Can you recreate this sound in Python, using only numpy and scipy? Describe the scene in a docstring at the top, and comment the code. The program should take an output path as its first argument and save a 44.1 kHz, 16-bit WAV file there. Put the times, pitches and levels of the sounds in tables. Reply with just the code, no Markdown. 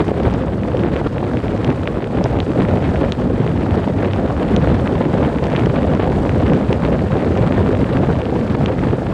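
"""Wind on the open deck of a moving boat. From the start, swirling air rumbles and crackles over the
microphone's opening in lumps and short bursts, while the wake hisses and the engine hums faintly behind.
Almost at once, single eddies (small whirls of air) begin to hit: sharp ones snap, dull ones knock.
The wind eases at half a second and is back by 2.5 s. Snaps crowd together near 5.5 s, and the deepest
knocks come from 6.5 to 8 s. All along, a limiter holds down the loudest peaks."""
import sys
import numpy as np
from scipy import signal
from scipy.fft import rfft, irfft, next_fast_len
from scipy.io import wavfile
from scipy.ndimage import uniform_filter1d, minimum_filter1d

SR = 44100
rng = np.random.default_rng(int(sys.argv[2]) if len(sys.argv) > 2 else 0)


def generate_wav(signal):
    """Clip the signal to [-1, 1] and save it as 16-bit WAV at the path in sys.argv[1]."""
    frames = np.transpose(np.atleast_2d(signal))
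    scaled = np.clip(frames, -1, 1) * 32767
    pcm = np.round(scaled).astype(np.int16)
    wavfile.write(sys.argv[1], SR, pcm)


N = 402633

# How strong the wind is. Each row: time in seconds, level of the rumble in dB.
WIND_STRENGTH = [(0.0, -14), (0.29, -16), (0.49, -19), (0.82, -17.5), (1.11, -17), (1.65, -17),
                 (1.8, -16.5), (2.0, -18.5), (2.25, -16), (2.49, -14.5), (2.94, -15), (3.26, -16.5),
                 (3.72, -15.5), (4.24, -16.5), (4.58, -14.5), (5.34, -15), (6.47, -14), (6.64, -15),
                 (7.96, -14), (8.26, -15.5), (8.7, -15.5), (9.12, -15)]
# The tone of the wind's low rumble. Each row: frequency in Hz, relative level per Hz in dB.
RUMBLE_SPECTRUM = [(12, -48.5), (20, -37.5), (40, -12.5), (67, -0.5), (110, 0), (160, -1), (250, -2),
                   (350, -6), (510, -7), (750, -15), (985, -23), (1800, -32.5), (2340, -65)]
# The tone of the wind's crackle. 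Each row: frequency in Hz, relative level per Hz in dB.
CRACKLE_SPECTRUM = [(600, -1), (900, 3), (1300, -1.5), (2000, -5.5), (3000, -12), (3800, -17),
                    (4800, -27.5), (6000, -49.5), (8000, -56.5)]
# The tone of the wake's hiss. Each row: frequency in Hz, relative level per Hz in dB.
WAKE_SPECTRUM = [(3000, -0.5), (4500, 0.5), (6000, -5.5), (8200, -7), (9500, -11.5), (10800, -18),
                 (12200, -23.5), (14000, -26), (16000, -23.5)]
# Buffets (short bursts of wind) and lulls. Each row: time of the middle in seconds, change of level
# in dB (below zero for a lull), width of the lead-up in seconds.
BUFFETS_AND_LULLS = [(0.014, 8.5, 0.015), (0.053, -6.5, 0.02), (0.27, 6, 0.012), (0.343, 9, 0.0057),
                     (0.835, 3.5, 0.041), (1.066, 9, 0.0075), (1.096, -7.5, 0.017), (1.243, 4.5, 0.0054),
                     (1.423, -12, 0.0052), (1.606, 1.5, 0.029), (1.7, 6, 0.011), (1.807, -3, 0.02),
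                     (2.123, -2, 0.019), (2.185, 4, 0.012), (2.247, 7.5, 0.0058), (2.283, -5, 0.008),
                     (2.372, 5.5, 0.014), (2.457, -6, 0.018), (2.537, -5, 0.008), (2.6, 5, 0.0096),
                     (2.755, 2.5, 0.023), (2.793, -4, 0.008), (2.91, 3.5, 0.011), (3.021, 7.5, 0.009),
                     (3.157, -7, 0.018), (3.409, 7, 0.008), (3.752, 3, 0.025), (3.9, 2.5, 0.0086),
                     (3.92, -2, 0.0068), (4.06, 3.5, 0.0051), (4.243, 3, 0.014), (4.554, 3.5, 0.041),
                     (4.722, 11.5, 0.0051), (5.14, 8, 0.0043), (5.345, -6.5, 0.009), (5.414, -5, 0.0062),
                     (5.505, -1.5, 0.018), (5.757, 2, 0.014), (5.862, -7.5, 0.0057), (5.986, -5, 0.0081),
                     (6.08, 1, 0.0039), (6.533, 5.5, 0.011), (6.674, -4, 0.02), (6.856, 6, 0.012),
                     (6.936, 6, 0.013), (7.09, -7.5, 0.014), (7.16, 2, 0.016), (7.345, -3, 0.013),
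                     (7.436, 4.5, 0.013), (7.783, -11, 0.0045), (7.964, 8, 0.005), (8.038, 6, 0.0052),
                     (8.472, -4.5, 0.009), (8.552, 13.5, 0.0056), (8.565, -6, 0.011), (8.944, 7.5, 0.0026),
                     (9.027, -5.5, 0.03)]
# The sharpest eddies. Each row: start in seconds, peak level of the ring in dB, pitch in Hz,
# level of the bright crack in dB compared with that peak.
SHARP_EDDIES = [(0.081, -18, 2880.0, -19), (0.1992, -19, 2620, -16), (0.3382, -18, 2300, -5),
                (0.2325, -22, 3200, -14), (0.3792, -34, 3200, -12), (0.395, -33, 2800, -14),
                (0.6334, -16, 2240.0, -25.1), (0.77, -17.5, 3000, -23), (0.835, -13, 2220, -24),
                (0.9592, -22, 2420.0, -22.6), (0.9638, -13, 2430.0, -19), (1.1813, -14.5, 2200.0, -24),
                (1.3705, -14.5, 2380, -24), (1.4813, -20, 2410.0, -18.3), (1.5762, -20, 2400, -8),
                (1.6453, -11.5, 3070, -17), (1.6755, -16, 2130, -20.4), (1.6993, -21, 2490.0, -23.1),
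                (1.7031, -16, 2570.0, -12), (1.871, -22, 2820.0, -17.2), (1.8742, -6, 2340, -27),
                (2.0221, -19, 2410.0, -20.4), (2.0423, -15.5, 2380.0, -19.1), (2.1853, -20, 2250.0, -28.6),
                (2.2403, -17.5, 3330, 3.5), (2.2561, -14, 2070, -21.8), (2.2626, -20, 2110.0, -27.2),
                (2.3713, -19.5, 2280.0, -22.1), (2.388, -15, 2610.0, -15.7), (2.4022, -6.5, 3140, -29),
                (2.6066, -15, 2350, -23.1), (2.6503, -14, 2000, -22.6), (2.6854, -16, 2330.0, -18),
                (2.7716, -16, 2080.0, -25), (2.8247, -19, 2300, -16), (2.9576, -13, 2150, -26),
                (2.9628, -20.0, 2690.0, -20.1), (3.0474, -15, 2260.0, -19), (3.1212, -6.5, 3530, -26),
                (3.4758, -15.5, 2360, -24), (4.0467, -17.5, 2490.0, -22.4), (4.1336, -12.5, 2870, -21),
                (4.4863, -18, 2540.0, -21.6), (4.5633, -8, 3630, -28), (4.6146, -20, 2180.0, -21.7),
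                (4.6731, -14, 1970.0, -26), (4.6914, -19, 2300, -23), (4.8745, -11, 2450, -23),
                (5.2637, -22, 2200.0, -26.4), (5.3851, -15, 2360.0, -19), (5.44, -15.5, 3130, -12),
                (5.4543, -23, 2870.0, -15), (5.4679, -18, 2480.0, -8), (5.5002, -18, 2400, -9),
                (5.5078, -19, 2200, -18), (5.5367, -21, 2330.0, -26.9), (5.5508, -10, 1900, -24),
                (5.56, -13, 2350.0, -18), (5.5634, -8.5, 2800, -25), (5.5719, -18, 2500, -27),
                (5.5887, -18, 2300.0, -21.6), (5.5941, -13, 2550.0, -12), (5.6347, -18, 2200.0, -19.3),
                (5.6586, -18, 2750, -7), (5.7587, -17, 2010.0, -25.9), (5.9495, -18, 2320.0, -7),
                (6.0009, -13.5, 2070.0, -33.2), (6.0351, -17, 2130.0, -24), (6.2931, -10, 2200.0, -17),
                (6.4636, -17, 2760.0, -22.6), (6.4674, -19, 2420.0, -17), (6.5338, -13.5, 2370.0, -12),
                (6.7281, -9, 2800, -16), (6.8496, -11.5, 2580, -26), (6.9291, -16, 2070.0, -17),
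                (7.3737, -16, 2800, -10), (7.4738, -21, 3180.0, -19), (7.5223, -11.5, 2360.0, -26.9),
                (7.5428, -22, 2510.0, -18.3), (7.7412, -21, 2130.0, -21.9), (7.7495, -11, 2420.0, -26),
                (7.7696, -18, 2360.0, -14.9), (7.8428, -12.5, 2250, -28), (7.9698, -9.5, 2230, -19),
                (8.2166, -16, 2710.0, -22), (8.254, -20, 2950, -22), (8.5507, -16, 2440, -18.1),
                (8.6594, -8, 3000, -21), (8.7362, -26, 2020.0, -28.4), (8.8235, -23, 2220, -31.1),
                (8.8888, -22, 2670, -20)]
# Dull eddies, heard as short knocks. Each row: start in seconds, level in dB, pitch in Hz.
DULL_EDDIES = [(0.116, 2, 435), (1.535, -13, 480), (2.211, -8, 714), (2.241, -16, 557), (2.26, -4.5, 613),
               (2.33, -11, 520), (2.559, -7, 480), (2.69, -15, 430), (2.738, -7, 590), (2.823, -9, 622),
               (2.925, -21, 507), (3.676, -19, 660), (4.673, -4, 450), (4.7, -6, 586), (4.927, -13, 440),
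               (5.01, -4.5, 635), (5.206, -6, 453), (5.466, -6, 536), (5.536, -5, 483), (6.0, -7, 533),
               (6.032, -2.5, 460), (6.234, -14, 546), (6.499, -10, 150), (6.524, -8, 169), (6.692, -6, 170),
               (6.829, -4, 202), (6.887, -6, 417), (7.13, -4, 110), (7.409, -6, 124), (7.422, -10, 125),
               (7.662, -14, 546), (7.831, -5, 260), (7.955, -4.5, 149), (8.034, -8, 626), (8.863, -24, 466),
               (8.934, -2, 396)]

CRACKLE_DB, WAKE_DB = -32.5, -51.5   # levels in average wind
ENGINE_HZ, ENGINE_DB = 101.1, -35
BODY_DB, BODY_HZ, BODY_WIDTH_HZ = -3, 1260, 1200   # the duller hollow behind the microphone's opening
CRACK_HZ, CRACK_WIDTH_HZ, CRACK_TOP_HZ = 5200, 2900, 5700   # the bright crack on top of a snap
RATTLE_FROM_HZ, RATTLE_SIZES = 2400, (0.37, 0.58)   # higher snaps get an extra jolt before and after
LIMIT, RELEASE_DB_PER_S, CUTOFF_HZ = .7, 62, 15270


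def from_db(db):
    """Turn decibels into a number to multiply by."""
    return 10 ** (np.asarray(db) / 20)


def rms_one(x):
    """Scale a signal so that its average size (rms) is 1."""
    return x / np.sqrt(np.mean(x ** 2) + 1e-20)


def drift(rate_hz):
    """A smooth random wander of size about 1; a higher rate makes it move faster."""
    pole = np.exp(-40 * np.pi * rate_hz / SR)
    noise = rng.standard_normal(N // 20 + 2002)   # one value for every 20 samples
    slow = signal.lfilter([1], [1, -2 * pole, pole * pole], noise)[2000:]
    return np.interp(np.arange(N) / 20, np.arange(len(slow)), rms_one(slow - slow.mean()))


def bands(spectrum, make_noise):
    """Call make_noise(hz) for each half-octave band, then blend the bands and shape them to the spectrum."""
    hz, level_db = np.transpose(spectrum)
    size = next_fast_len(N + 8192)
    octave = np.log2(np.arange(1, size // 2 + 2) * SR / size)
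    blend = 0
    for centre in np.arange(np.log2(hz[0]), np.log2(hz[-1]) + .5, .5):
        share = np.cos(np.pi * np.clip(octave - centre, -.5, .5))   # neighbours' powers add up to one
        blend = blend + share * rfft(rms_one(make_noise(2 ** centre)), size)
    tone = from_db(np.interp(octave, np.log2(hz), level_db))
    return rms_one(irfft(blend * tone, size)[:N])


def eddies(per_s, spread_db):
    """Whirls of air give random pressure kicks: many small, a few large, coming in clumps."""
    sizes = from_db(spread_db * np.minimum(rng.exponential(1, N), 4.0)) * rng.choice([-1, 1], N)
    happens = rng.random(N) < per_s * from_db(4 * drift(15)) / SR
    return sizes * happens + 1e-9


def turbulence(spectrum, lumps, kicks, lump_db, wander_db, kick_db):
    """Swirling flow: each band of noise wanders alone, and all but the lowest share lumps and kicks."""
    kicks = from_db(kick_db) * rms_one(kicks)

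    def band_noise(hz):
        share = np.clip(np.log(hz / 50) / 3.1, 0, 1)   # higher bands (smaller eddies) react more
        noise = rng.standard_normal(N)
        swell_db = share * lump_db * lumps + wander_db * drift(min(hz / 12, 140))
        return from_db(swell_db) * (noise + share * kicks * np.sign(noise))   # kicks push or pull
    return bands(spectrum, band_noise)


def rumble(lumps):
    """Air swirling over the microphone's opening makes a low, lumpy noise."""
    kicks = eddies(per_s=90, spread_db=2.9)
    return turbulence(RUMBLE_SPECTRUM, lumps, kicks, lump_db=1.5, wander_db=2.5, kick_db=-0.5)


def crackle(lumps):
    """Hundreds of tiny eddies a second make a higher, sputtering noise."""
    kicks = eddies(per_s=350, spread_db=3.8)
    return turbulence(CRACKLE_SPECTRUM, lumps, kicks, lump_db=1.8, wander_db=1.2, kick_db=2.5)


def wake(lumps):
    """Churned water behind the boat hisses, and the wind carries the sound."""
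    kicks = eddies(per_s=150, spread_db=2.0)
    return turbulence(WAKE_SPECTRUM, lumps, kicks, lump_db=1.0, wander_db=1.9, kick_db=-6.5)


def engine():
    """The engine's firing makes one low tone that wavers a little in pitch."""
    hz = ENGINE_HZ * (1 + 0.0039 * drift(1.45))
    return from_db(ENGINE_DB) * np.sqrt(2) * np.sin(2 * np.pi * np.cumsum(hz) / SR)


def buffets():
    """The wind's quick changes in dB: bell-shaped bursts and lulls, plus a slight random flutter."""
    swell_db, t = np.zeros(N), np.arange(N) / SR
    for middle_s, change_db, width_s in BUFFETS_AND_LULLS:
        near = slice(max(round((middle_s - .2) * SR), 0), round((middle_s + .2) * SR))
        lag = t[near] - middle_s
        side_s = np.where(lag < 0, width_s, 0.86 * width_s)   # each goes a bit faster than it comes
        swell_db[near] += change_db * np.exp(-.5 * (lag / side_s) ** 2)
    return swell_db + 0.27 * drift(2)


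def resonance(x, hz, width_hz):
    """Make x ring around one pitch, with a peak of 1; a wider ring dies sooner."""
    pole = np.exp(-np.pi * width_hz / SR)
    ring = signal.lfilter([1, 0, -1], [1, -2 * pole * np.cos(2 * np.pi * hz / SR), pole * pole], x)
    return ring / np.abs(ring).max()


def small_snaps(count):
    """Rows like those of SHARP_EDDIES for weak snaps at random moments."""
    when, size, pitch = rng.random((count, 3)).T
    return list(zip(when * N / SR, -39 + 4 * size, 2310 * (.9 + .3 * pitch), -26 + 12 * pitch))


def snaps():
    """A sharp eddy jolts the opening and the hollow behind it into ringing, with a crack and a thump."""
    length = 900
    out, t = np.zeros(N + length), np.arange(length) / SR
    onset = (t / 0.00078) ** 2 / (1 + (t / 0.0008) ** 2)
    pressure_step = onset * np.sin(2 * np.pi * 285 * t) * np.exp(-t / 0.0012)   # quickly leaks away
    soften = signal.butter(4, CRACK_TOP_HZ, fs=SR, output="sos")
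    for start_s, peak_db, hz, crack_db in SHARP_EDDIES + small_snaps(20):
        jolt = np.zeros(length)
        jolt[30] = -1
        gaps = SR / hz * rng.uniform(.8, 1.2, 2)   # the rattle: about one cycle before and after
        rattle = np.clip((hz - RATTLE_FROM_HZ) / 800, 0, 1) * rng.uniform(.5, 1.5, 2) * RATTLE_SIZES
        rattled = jolt.copy()
        rattled[(30 + gaps * [-1, 1]).astype(int)] = -rattle
        opening = resonance(rattled, hz, width_hz=hz)
        body_gain = from_db(BODY_DB) * 2 * BODY_HZ / hz   # low snaps drive the hollow harder
        ring = opening - body_gain * resonance(jolt, BODY_HZ, BODY_WIDTH_HZ)
        ring = signal.sosfilt(signal.butter(4, 1.37 * hz, fs=SR, output="sos"), ring)
        crack = resonance(jolt, CRACK_HZ, CRACK_WIDTH_HZ)
        crack = signal.sosfilt(soften, resonance(crack, CRACK_HZ, CRACK_WIDTH_HZ))
        snap = from_db(peak_db) * (ring / np.abs(ring).max() + from_db(crack_db) * crack)
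        thump = from_db(-13 + 0.21 * peak_db) * pressure_step   # grows only a little with the snap
        at = round(start_s * SR)
        out[at:at + length] += snap + thump
    return out[:N]


def knocks():
    """A dull eddy pushes or pulls for a couple of cycles, swelling quickly and fading more slowly."""
    length = 1800
    out, t = np.zeros(N + length), np.arange(length) / SR
    signs = rng.choice([-1, 1], len(DULL_EDDIES))
    for (start_s, level_db, hz), sign in zip(DULL_EDDIES, signs):
        age = t * hz / 0.39   # reaches 1 at the top of the swell
        swell = from_db(level_db) * age * np.exp(1 - age)
        at = round(start_s * SR)
        out[at:at + length] += sign * swell * np.sin(2 * np.pi * hz * t)
    return out[:N]


def scene():
    """Add up all the sounds at one microphone; rumble, crackle and hiss rise and fall with the wind."""
    wind_db = np.interp(np.arange(N) / SR, *np.transpose(WIND_STRENGTH))
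    swing_db = wind_db - wind_db.mean()
    buffet_db = buffets()
    lumps = rms_one(drift(23.4) + 4 * drift(44))   # fast swells shared by all three noises
    mix = from_db(wind_db + buffet_db) * rumble(lumps)
    mix += from_db(CRACKLE_DB + 0.99 * swing_db + 0.74 * buffet_db) * crackle(lumps)
    mix += from_db(WAKE_DB + 0.83 * swing_db) * wake(lumps)
    return (mix + snaps() + knocks() + engine())[None]


def record(dry):
    """A limiter turns the sound down just ahead of loud peaks and lets go fast; the top treble is cut."""
    over_db = np.maximum(20 * np.log10(np.abs(dry[0]) / LIMIT + 1e-9), 0)
    release_db = RELEASE_DB_PER_S * np.arange(N) / SR
    held_db = np.maximum.accumulate(over_db + release_db) - release_db
    ahead_db = uniform_filter1d(-minimum_filter1d(-held_db, size=129), size=129)
    treble_cut = signal.ellip(12, .5, 70, CUTOFF_HZ, fs=SR, output="sos")
    return signal.sosfilt(treble_cut, dry * from_db(-ahead_db))


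dry = scene()
out = record(dry)
generate_wav(out)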